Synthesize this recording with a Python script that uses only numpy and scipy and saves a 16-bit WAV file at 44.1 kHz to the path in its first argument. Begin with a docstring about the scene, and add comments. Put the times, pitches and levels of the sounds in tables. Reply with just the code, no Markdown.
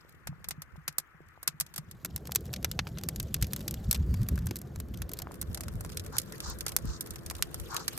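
"""Snaps and ticks crackle over a fluttering roar and a hiss: green branches burn in a steel barrel outdoors.
Needles and bark snap as sharp ticks within rattles; flames, draught and sap are shaped noise that drifts.
Damped swings make the thumps and knocks, noise bands the cloth and steam, sine orders a far engine's hum.
The two-port microphone changes its stance twice and moves away; each stance has its own likeness of the ports."""
import sys
import numpy as np
from scipy import signal
from scipy.fft import rfft, irfft
from scipy.io import wavfile
from scipy.ndimage import uniform_filter1d

SR = 44100
rng = np.random.default_rng(int(sys.argv[2]) if len(sys.argv) > 2 else 0)


def to_wav(s):
    """Save 16-bit WAV."""
    ch = np.atleast_2d(s).T  # columns
    pcm = np.round(np.clip(ch, -1, 1) * 32767)  # PCM
    wavfile.write(sys.argv[1], SR, pcm.astype(np.int16))


N = 351901

# Flames: (time [s], roar level [dB], level of the flutter in the barrel [dB]), flare-ups not included
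FLAME_LEVELS = [(0, -71, -68.5), (.5, -57.5, -61), (1.1, -68, -81), (1.7, -64, -61.5), (2.1, -53.5, -48),
                (2.5, -44.5, -43), (3.0, -46.5, -43), (3.6, -39, -41.5), (4.0, -39.5, -42.5),
                (4.45, -32, -37.5), (4.62, -47.5, -44.5), (5.3, -48.5, -51.5), (5.9, -43.5, -47.5),
                (6.3, -56, -49), (6.6, -49, -52), (7.1, -53, -54), (7.5, -49.5, -54.5), (7.97, -60, -53.5)]
# Relative spectra of the flames: (frequency [Hz], density [dB per Hz])
ROAR_SPECTRUM = [(12, -36), (28, -35), (47, -9), (64, 3.5), (95, -1.5), (150, -17), (290, -97.5)]
FLUTTER_SPECTRUM = [(80, -32), (115, 3), (180, 0), (250, -15), (400, -23), (900, -56.5)]
# Flare-ups of gas: (time [s], roar level [dB], length [s])
GAS_FLARES = [(.28, -54, .06), (0.738, -50, 0.033), (1.27, -61, 0.048), (1.605, -47.5, 0.021),
              (2.15, -39.5, 0.033), (2.475, -41, 0.052), (2.784, -34.5, 0.04), (3.212, -35.5, 0.058),
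              (3.422, -27, 0.029), (3.884, -29.5, 0.018), (3.996, -30, 0.064), (4.105, -26, 0.065),
              (4.207, -23, 0.034), (4.322, -27, 0.045), (4.786, -37, 0.06), (4.95, -36, 0.12),
              (5.423, -39.5, 0.041), (5.495, -30.5, 0.036), (5.673, -34.5, 0.033), (5.757, -36, 0.05),
              (6.076, -46, 0.033), (6.194, -45, 0.022), (6.463, -44, 0.081), (6.86, -36, 0.066),
              (7.11, -48, 0.029), (7.272, -50, 0.056), (7.616, -42, 0.036)]
FLARE_RISE = 0.42  # rise as a share of the length
FLARE_FLUTTER_DB = -7.5  # flutter of a flare-up against its roar
# Bass turned to the side: (time [s], angle [rad])
BASS_TURN = [(0, .8), (1.7, .6), (2.3, 0), (4.5, 0), (5.4, .3), (6.3, .4), (6.5, .65)]

# Fire bed: (time [s], draught level [dB], sap hiss level [dB], sizzle level [dB])
BED_LEVELS = [(0.0, -73, -64, -73.5), (0.5, -70, -63, -79.5), (1.28, -79, -62.5, -80.5),
              (1.8, -68, -64.5, -73), (2.22, -54, -67.5, -70), (3.65, -51.5, -65.5, -62),
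              (4.29, -59, -61.5, -68), (4.82, -56.5, -67, -72), (5.16, -53.5, -62.5, -69.5),
              (5.81, -53, -62, -65.5), (6.52, -54.5, -59, -59), (7.14, -55, -60, -64),
              (7.77, -52, -61.5, -56.5), (7.97, -56.5, -60.5, -52.5)]
# Relative spectra of the bed: (frequency [Hz], density [dB per Hz])
DRAUGHT_SPECTRUM = [(200, 7), (280, 13), (500, 10), (800, 0.5), (1300, -28)]
HISS_SPECTRUM = [(450, -17.5), (850, -7.5), (1080, -0.5), (1550, -2), (1800, -4.5), (2300, -13),
                 (3600, -31.5)]
SIZZLE_SPECTRUM = [(2000, -3), (3000, 4), (6000, 0.5), (9000, -2.5), (13000, -5), (14300, 1.5),
                   (14900, -47), (17000, -63)]
FIRST_HISS_FACTOR = 1.13  # the hiss sits higher by this factor in the first stance

# Engine orders before the fade: (multiple of ENGINE_HZ [1], level [dB])
ENGINE_ORDERS = [(3, -62), (4, -58), (4.25, -66), (5, -63), (5.25, -66), (6, -65), (6.25, -71), (7, -69),
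                 (8, -72)]
ENGINE_HZ = 84.05  # mean; it wavers

# Needles that pop clearly: (time [s], peak at the left port before the stance colours it [dB])
NEEDLE_POPS = [(0.094, -40.5), (0.125, -45), (0.9263, -38.5), (0.9988, -31), (1.286, -44.5), (2.058, -21),
               (2.1778, -32), (2.311, -35), (2.343, -39), (2.455, -35), (2.4644, -38), (2.531, -23),
               (2.875, -34), (2.889, -38), (3.0125, -36), (3.486, -43), (3.524, -31), (3.5834, -39),
               (3.593, -33), (3.6275, -37), (3.8354, -51), (3.891, -36), (3.9695, -34), (3.976, -32),
               (4.111, -37), (4.317, -46), (4.3894, -28.5), (4.4204, -46), (4.6735, -40), (4.7598, -27),
               (4.789, -37), (4.8855, -39), (5.0025, -43), (5.171, -37), (5.3185, -35), (5.342, -37),
               (5.3555, -36), (5.4194, -22.5), (5.427, -23), (5.53, -33), (5.726, -37), (5.738, -34.5),
               (5.7546, -36), (5.84, -41), (5.8614, -31), (5.946, -39), (6.039, -37), (6.0465, -37),
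               (6.1275, -34), (6.381, -35), (6.854, -32), (7.019, -28), (7.0253, -32), (7.0718, -33),
               (7.137, -39), (7.3656, -34), (7.383, -38), (7.5874, -39), (7.7764, -28), (7.9765, -21)]
# Faint ticks against the sizzle, one entry a stance: level [dB]
FAINT_TICKS_DB = [-12, 0, -2]

# Dull knocks of twigs: (time [s], starting level of the decay [dB], frequency [Hz])
TWIG_KNOCKS = [(0.049, -41.5, 448), (.144, -48, 417), (.329, -37, 800), (0.403, -46, 500),
               (0.544, -50, 450), (0.758, -33.5, 930), (1.144, -52.5, 402), (1.205, -38, 352),
               (1.376, -35, 820), (2.294, -23.5, 895), (2.493, -32, 1610), (4.512, -21, 300),
               (5.271, -20, 1100), (5.311, -25.5, 960), (6.847, -23, 177), (7.394, -28.5, 1000)]
KNOCK_CYCLES = 4.5  # swings to die by 60 dB
# Thumps of the air column: (time [s], starting level of the decay [dB])
GAS_THUMPS = [(0.138, -48), (0.29, -27), (.319, -32), (0.517, -39), (0.579, -33.5), (0.778, -35.5),
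              (0.885, -37.5), (0.985, -45), (1.147, -44.5), (1.209, -44.5), (1.486, -39), (1.543, -40.5),
              (1.616, -38), (1.786, -29)]
THUMP_HZ, THUMP_T60 = 151, 0.093  # Hz, s

# Loud snaps: (time [s], level before colour [dB], brightness [dB per octave],
# woody knock relative [dB], first tick relative [dB])
LOUD_SNAPS = [(0.2716, -38, 1, -2, -2), (0.443, -45, -3, -3, 1), (0.4868, -38.5, 12, -12, 8),
              (0.5086, -36, -1.5, -9, 7), (0.6197, -43, 3, -5.5, 7.5), (0.879, -30, 0.5, -7, 3),
              (0.983, -28, 9.5, -12.5, 2.5), (1.4295, -44.5, 11.5, -3.5, -4), (1.476, -24, 3, -12, -20),
              (1.6008, -33, 7, -17, 12.5), (1.6089, -29.5, 5, -14.5, 6), (1.664, -51.5, -1, -10, 2),
              (1.7398, -46.5, 1, -10, 7), (1.7608, -38.5, 5, -11, -1), (1.779, -35.5, 5, -5, -1),
              (1.912, -46.5, 3, -21, 8), (2.0481, -32.5, 5.5, -0.5, -11), (2.162, -35, 3.5, -12.5, 6),
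              (2.2536, -50, -4, 0, -5), (2.272, -41, 2, -9, -10), (2.3197, -37, 0.5, -15, 10),
              (2.35, -31.5, 6, -24, 2), (2.3586, -23.5, 3, -14.5, 6.5), (2.4084, -58, 9, -14, 6),
              (2.5385, -34.5, -4.5, -17, 8), (2.562, -39.5, -4.5, -22, -5), (2.628, -49, 0, -9, 8),
              (2.646, -27.5, -3, -1.5, 9), (2.7144, -34.5, -1, -22, 7), (2.791, -34.5, -15, 5.5, 5),
              (2.87, -53, -13, 9.5, 8), (2.973, -54.5, -12, 8, -5), (2.9844, -39, -3, -16, -1),
              (3.0364, -39.5, -0.5, -17, 8), (3.0876, -30, 1.5, -10, 7), (3.1601, -38, 4, -20, -10),
              (3.1997, -31.5, -0.5, -17, 2), (3.229, -45, 6, -15, 4), (3.3428, -27, -1, -35, 6.5),
              (3.3643, -47, 0, 0, -1), (3.4138, -41, -0.5, -13, 1), (3.425, -25.5, -0.5, -15, 4),
              (3.444, -41.5, -5, -26, 4), (3.469, -46.5, 4, -16, 2), (3.534, -35, 1.5, -17, 10.5),
              (3.563, -38, -1, -18, 9.5), (3.6059, -48, 4, -4, 1), (3.6795, -28.5, 1.5, -28, -9),
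              (3.7105, -39, 5, -22, 6.5), (3.7415, -40.5, -1.5, -19, 7), (3.9117, -22.5, 3, -25, 1.5),
              (3.9285, -31, 4.5, -11, 8.5), (3.9582, -41, -5.5, -3, -8), (4.141, -41, 1, -1, 1.5),
              (4.216, -48, -2, -5, -2), (4.231, -45.5, 2, -9, -2), (4.287, -33.5, 7.5, -7.5, -10),
              (4.3573, -45, 2, -8, -1), (4.3776, -48, -1, 10.5, 3.5), (4.4587, -51, 10, -17, 0),
              (4.4685, -37, 6, -6, -3), (4.51, -41, -3, 0, 6), (4.5579, -38, 4.5, -19, 3),
              (4.5661, -39, 3.1, -21, -5), (4.5878, -47, 8, -20, -3), (4.6158, -48, 6, -9, 3),
              (4.801, -40, 5.5, -4, 2.5), (4.9735, -47.5, 1, -20, 2), (5.0195, -35, 1.5, -6.5, 1.5),
              (5.0928, -43.5, 5, -6, -1), (5.1164, -43, 1.4, -7, 1), (5.135, -37, 6, -19, -3),
              (5.189, -37, 4, -12, 1), (5.199, -47, -1, 0, 3), (5.2195, -36.5, 4, -12, -7),
              (5.414, -36, 10, -16, 1), (5.5457, -35, 1.5, -21, 1), (5.574, -42.5, 0, -2, -4),
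              (5.6076, -40, 4, -6.5, 8), (5.635, -45, 1, -5, -4), (5.6826, -45.5, -2, -3, 7),
              (5.808, -44.5, 10.5, -1.5, -1), (5.8483, -47.5, 1, 1.5, 7.5), (5.9192, -48.5, -1, -15, -4),
              (5.9719, -35, -2, -26, 5.5), (5.9961, -41.5, -3.5, -21, 5), (6.063, -45.5, 2, -3, -3),
              (6.1674, -43, -5, -10, 10.5), (6.1831, -24.5, 2.5, -29, -9), (6.1985, -43, 3, -7, 8),
              (6.2165, -44.5, 3, -26, 0), (6.322, -43, 1, -4, -9), (6.4033, -40, -1.5, -11.5, 11),
              (6.499, -47.5, 13, -14, 3), (6.587, -49.5, 10, -19, 4), (6.6078, -36, -1.5, -21, 6),
              (6.6642, -32, 1, -5, -19), (6.681, -35, 0, -29, -11), (6.6915, -40, 2, -11, 1),
              (6.719, -42, -1.2, -7, -1), (6.765, -29, 6, -14.5, 14.5), (6.786, -46.5, 1, -5, -2),
              (7.0086, -34.5, 6, -22, 4), (7.061, -46.5, 2, -4, -6), (7.1068, -41.5, 6, -23, 2),
              (7.1581, -43, -1, -4, -7), (7.262, -40, 1, -27, -7), (7.3002, -41, -4, -35, 13.5),
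              (7.3095, -39, 4, 1.5, -4), (7.351, -45.5, -7, -30, 2), (7.4245, -31, -4.5, -26, 17),
              (7.5437, -40.5, 3, -8, 11), (7.5988, -45, 6, -5, 1), (7.7447, -39.5, 5, -2.5, 2),
              (7.7653, -32.5, -5.5, -20, 8), (7.8799, -29, -2, -14, 6)]
# Bands of a burst, the woody one first: (centre [Hz], factor on t60 [1], colour of loud snaps [dB])
SNAP_BANDS = [(1000, 1.41, 3), (3060, 1.51, -3.5), (6860, 1.174, 5), (14470, 0.59, 8.5)]
# Ring time of a snap at the usual level, one entry a stance: t60 [s], before the band factor
STANCE_T60 = [0.025, 0.015, 0.02]
# Added to the three upper bands of a snap, one row a stance: (lower [dB], middle [dB], top [dB])
STANCE_COLOUR = [(0, 0, -6.5), (0, 0, 0.5), (0, 2, -4.5)]
PIVOT_HZ = 7000  # brightness tilts the colour about this frequency
LINGER_PER_DB, USUAL_DB = 0.0036, -44  # louder snaps ring slightly longer, counted from the usual level

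# Small jets of steam from split branches: (time [s], length [s], level [dB], centre [Hz], width [Hz])
STEAM_JETS = [(4.03, .25, -68, 4700, 400), (6.322, .04, -54, 1900, 300)]
# Cloth rubs: (time [s], length [s], low band level [dB], high band level [dB])
CLOTH_RUBS = [(6.113, 0.079, -46.5, -50), (6.406, 0.15, -49, -44.5), (6.827, 0.18, -58, -51),
              (7.677, 0.13, -42.5, -49.5), (7.775, 0.073, -48.5, -48.5)]
# The low and the high band of the cloth: (centre [Hz], width [Hz])
CLOTH_BANDS = [(1150, 710), (5600, 3400)]

# Frequencies at which the ports are described: frequency [Hz]
PORT_FREQUENCIES = [300, 1400, 2400, 3500, 7500, 9600, 12700, 16000]
# Microphone stances: (start [s], list of left-right likeness [1], list of left-right level [dB]),
# both lists read at PORT_FREQUENCIES
MIC_STANCES = [(0, [.6, .5, -.15, -.5, .2, .45, .985, .88], [2, 6.5, 5.5, 2, 1.5, -5, 0, -.6]),
               (1.95, [.995, .65, .8, .7, .95, .99, .985, .94], [0, 2, 0, 2.2, 1.2, 0, 0, 0]),
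               (5.3, [.4, .2, .1, -.45, .25, .3, .985, .88], [1.5, 9, 1.5, 0, -2.2, -10, 0, -.6])]
LAG_S, LAG_FROM_HZ = 7 / 44100, 6400  # above that frequency the left port lags
EDGE_HZ = 16500  # band limit


def amp(db):
    """Decibels to gain."""
    return 10 ** (np.asarray(db) / 20)


def evened(x):
    """Scales to rms 1."""
    return x / np.sqrt(np.mean(x ** 2) + 1e-20)


def read(points, hz):
    """Reads a spectrum on a log-frequency axis."""
    f, value = np.transpose(points)
    return np.interp(np.log(hz + 1), np.log(f + 1), value)


def curve(rows, axis):
    """One column of a curve, sample by sample."""
    return np.interp(np.arange(N) / SR, [r[0] for r in rows], [r[axis] for r in rows])


def stance_at(t):
    """Index of the microphone's stance at time t."""
    return np.searchsorted([row[0] for row in MIC_STANCES], t, "right") - 1


def noise(spectrum, size, patchy_db):
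    """Two unrelated noises of one spectrum with shared patches that drift in time and frequency."""
    hop = size // 4
    hz = np.fft.rfftfreq(size, 1 / SR)
    frames = N // hop + 5
    a, b, c, d, patches = rng.standard_normal((frames, len(hz), 5)).T
    patches = uniform_filter1d(patches, size=5, axis=0)
    patches = evened(uniform_filter1d(patches, size=6, axis=1))
    gain = amp(read(spectrum, hz)[:, None] + patchy_db * patches)
    pair = np.array([a + 1j * b, c + 1j * d]) * gain
    return evened(signal.istft(pair, nperseg=size, noverlap=size - hop)[1][:, :N])


def steadied(x, size, share):
    """Takes part of the slow chance swells out of a noise."""
    power = uniform_filter1d(x ** 2, size, axis=1)
    return evened(x / (power + 0.046) ** (share / 2))


def flares():
    """Each flare-up of gas swells quickly and sinks away."""
    t = np.arange(0, N + 50, 50) / SR
    surge = 0
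    for s, db, length in GAS_FLARES:
        spread = np.where(t < s, FLARE_RISE * length, length)
        surge = surge + amp(db) * np.exp(-((t - s) / spread) ** 2)
    return np.interp(np.arange(N) / SR, t, surge)


def flames():
    """Turbulent burning: a deep roar and a lumpy flutter in the barrel's air column."""
    surge = flares()
    # steady burning and flare-ups add as powers
    roar_gain = np.hypot(amp(curve(FLAME_LEVELS, axis=1)), surge)
    flutter_gain = np.hypot(amp(curve(FLAME_LEVELS, axis=2)), amp(FLARE_FLUTTER_DB) * surge)
    roar = roar_gain * steadied(noise(ROAR_SPECTRUM, size=2048, patchy_db=3.0), size=3000, share=0.43)
    flutter = flutter_gain * steadied(noise(FLUTTER_SPECTRUM, size=1024, patchy_db=4), size=3000, share=0.68)
    mid, side = roar + flutter
    side = side * np.tan(curve(BASS_TURN, axis=1))
    return np.array([mid + side, mid - side])


def bed():
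    """Draught, boiling sap and fine sizzle: three bands of noise, the sizzle spitting unevenly."""
    draught = amp(curve(BED_LEVELS, axis=1)) * noise(DRAUGHT_SPECTRUM, size=1024, patchy_db=4.5)
    raised = [(hz * FIRST_HISS_FACTOR, db) for hz, db in HISS_SPECTRUM]
    first_hiss = noise(raised, size=512, patchy_db=1.5)
    later_hiss = noise(HISS_SPECTRUM, size=512, patchy_db=1.5)
    in_first = stance_at(np.arange(N) / SR) == 0
    hiss = amp(curve(BED_LEVELS, axis=2)) * np.where(in_first, first_hiss, later_hiss)
    # the sizzle spits in short clumps and lulls now and then
    clumps = rng.exponential(1, N // 100 + 1) ** 2 - 2
    lulls = rng.standard_normal(len(clumps))
    spit_db = 3.06 * evened(uniform_filter1d(clumps, size=4))
    spit_db = spit_db + 2.1 * evened(uniform_filter1d(lulls, size=20))
    sizzle_db = curve(BED_LEVELS, axis=3) + np.repeat(spit_db, 100)[:N]
    return draught + hiss + amp(sizzle_db) * noise(SIZZLE_SPECTRUM, size=256, patchy_db=4.5)


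def hum():
    """Wavering orders of a far engine, clearer once the fire is further off."""
    waver = evened(uniform_filter1d(rng.standard_normal(N), size=9000))
    turns = ENGINE_HZ * np.cumsum(1 + 0.0013 * waver) / SR
    apart = np.array([[.7], [-.7]])  # phase at the two ports (rad)
    tones = 0
    for k, db in ENGINE_ORDERS:
        tones = tones + amp(db) * np.sqrt(2) * np.sin(2 * np.pi * (k * turns + rng.random()) + apart)
    return tones * np.interp(np.arange(N) / SR, [1.8, 2.4, 5.2, 5.6], [0.079, 0.3, 0.89, 1.0])


def bursts(band_db, t60, tick_db):
    """Each is a sharp tick inside a rattle of splinters and reflections; each band dies at its own speed."""
    size, count = 4096, len(t60)
    t, hz = np.arange(size) / SR, np.fft.rfftfreq(size, 1 / SR)
    rattle = rfft(rng.standard_normal((count, 2, size)))
    delay = rng.uniform(0.000808, 0.0012, (count, 1, 1))  # s
    tick = rng.choice([-1., 1.], (count, 2, 1)) * np.exp(-2j * np.pi * hz * delay)
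    corners = [220] + [f for f, _, _ in SNAP_BANDS] + [14600, 16400]
    rise = 1 - np.exp(-(t / 0.0014) ** 2)
    out = np.zeros((count, 2, size))
    for k, (_, ring_time, _) in enumerate(SNAP_BANDS):
        share = np.eye(len(corners))[k + 1]
        if k == 3:
            share[-2] = 1  # the top band reaches on to 14600 Hz
        band = np.sqrt(read(list(zip(corners, share)), hz))  # neighbours cross over in power
        fall_db = -60 * t / np.maximum(ring_time * t60, .004)[:, None, None]
        shape = rise * (amp(fall_db) + amp(-27.5 + 0.33 * fall_db))  # with a weak, slower tail
        click = irfft(tick * band)
        click = amp(tick_db)[:, None, None] * click / abs(click).max()
        out += amp(band_db[:, k, None, None]) * (evened(irfft(rattle * band)) * shape + click)
    return out


def needles(count):
    """So many short dry ticks, each with a colour of its own."""
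    chance = rng.random((count, 6))
    colour_db = np.array([-11.5, -13, -2.0, 3.5]) + 7.0 * (chance[:, :4] - .5)
    return bursts(colour_db, 0.0079 + 0.014 * chance[:, 4], -2.5 + 12.4 * chance[:, 5])


def crackle(per_s=150, spread_db=3.0):
    """Faint random ticks of needles, their level following the sizzle, and the clear pops among them."""
    kinds = needles(count=16)
    struck = rng.random(N) < per_s / SR
    size = amp(spread_db * np.minimum(rng.exponential(1, N), 2.2)) * struck
    kind = rng.integers(0, len(kinds), N)
    ticks = 0
    for k, tick in enumerate(kinds):
        ticks = ticks + signal.oaconvolve((size * (kind == k))[None], tick, axes=1)[:, :N]
    pops = np.zeros((2, N + 4096))
    for (s, db), pop in zip(NEEDLE_POPS, needles(count=len(NEEDLE_POPS))):
        at = round((s - .0007) * SR)
        pops[:, at:at + pop.shape[1]] += amp(db) * pop / abs(pop[0]).max()
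    ticks_db = np.take(FAINT_TICKS_DB, stance_at(np.arange(N) / SR)) + curve(BED_LEVELS, axis=3)
    return amp(ticks_db) * ticks + pops[:, :N]


def ring(s, db, hz, t60, rise, turn):
    """One damped swing placed at time s, its phase turned apart at the two ports."""
    out, at, t = np.zeros((2, N)), round(s * SR), np.arange(0, 2 * t60, 1 / SR)
    shape = amp(db - 60 * t / t60) * (1 - np.exp(-t / rise))
    out[:, at:at + len(t)] = shape * np.sin(2 * np.pi * hz * t + np.array([[turn], [-turn]]))
    return out


def thuds():
    """Twigs knock dully as they settle; puffs of gas thump the barrel's air column."""
    knocks = sum(ring(s, db, hz, KNOCK_CYCLES / hz, rise=0.00027, turn=0.56) for s, db, hz in TWIG_KNOCKS)
    return knocks + sum(ring(s, db, THUMP_HZ, THUMP_T60, rise=0.0031, turn=0.47) for s, db in GAS_THUMPS)


def snaps():
    """The loud snaps: one colour, tilted by each snap's brightness, over its woody knock."""
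    s, level_db, bright_db, wood_db, tick_db = np.transpose(LOUD_SNAPS)
    hz, _, colour_db = np.transpose(SNAP_BANDS)
    stance = stance_at(s)
    upper_db = bright_db[:, None] * np.log2(hz[1:] / PIVOT_HZ) + np.array(STANCE_COLOUR)[stance]
    band_db = level_db[:, None] + colour_db + np.c_[wood_db, upper_db]
    t60 = np.take(STANCE_T60, stance) * np.exp(LINGER_PER_DB * (level_db - USUAL_DB))
    out = np.zeros((2, N + 4096))
    for start, burst in zip(s, bursts(band_db, t60, tick_db)):
        at = round((start - .0007) * SR)
        out[:, at:at + burst.shape[1]] += burst
    return out[:, :N]


def swell(s, length, db, hz, width):
    """A ragged swell of noise in one band."""
    out, at = np.zeros((2, N)), round(s * SR)
    shape = signal.windows.tukey(round(length * SR), .75)
    sos = signal.butter(3, [hz - width / 2, hz + width / 2], "bandpass", fs=SR, output="sos")
    ragged_db = 2.5 * evened(uniform_filter1d(rng.standard_normal(len(shape)), size=250))
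    hiss = evened(signal.sosfilt(sos, rng.standard_normal((2, len(shape)))))
    out[:, at:at + len(shape)] = amp(db + ragged_db) * shape * hiss
    return out


def swishes():
    """Small jets of steam hiss in one band; cloth rubs on cloth in two broad bands."""
    out = sum(swell(*row) for row in STEAM_JETS)
    for s, length, *levels_db in CLOTH_RUBS:
        for (hz, width), db in zip(CLOTH_BANDS, levels_db):
            out = out + swell(s, length, db, hz, width)
    return out


def ports(pair):
    """The right port hears part of the left one's sound, earlier in the treble, plus a part of its own."""
    hz, t, (left, own) = signal.stft(pair, SR, nperseg=256, noverlap=192)
    stance = stance_at(t)
    likeness = [np.interp(hz, PORT_FREQUENCIES, row) for _, row, _ in MIC_STANCES]
    like = np.clip(likeness, -1, 1)[stance].T
    # each port takes half of the level difference
    tilt = amp([np.interp(hz, PORT_FREQUENCIES, db) / 2 for _, _, db in MIC_STANCES])[stance].T
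    lead = np.exp(2j * np.pi * LAG_S * np.maximum(hz - LAG_FROM_HZ, 0))[:, None]
    right = like * left * lead + np.sqrt(1 - like ** 2) * own
    return signal.istft(np.array([left * tilt, right / tilt]), SR, nperseg=256, noverlap=192)[1][:, :N]


def scene():
    """The fire and its surroundings at the two ports."""
    return flames() + ports(bed() + crackle() + snaps() + swishes()) + hum() + thuds()


def record(dry):
    """The band limit: a steep low-pass."""
    lowpass = signal.firwin(511, EDGE_HZ, window=("kaiser", 9), fs=SR)
    return signal.oaconvolve(dry, lowpass[None], "same")


dry = scene()
out = record(dry)
to_wav(out)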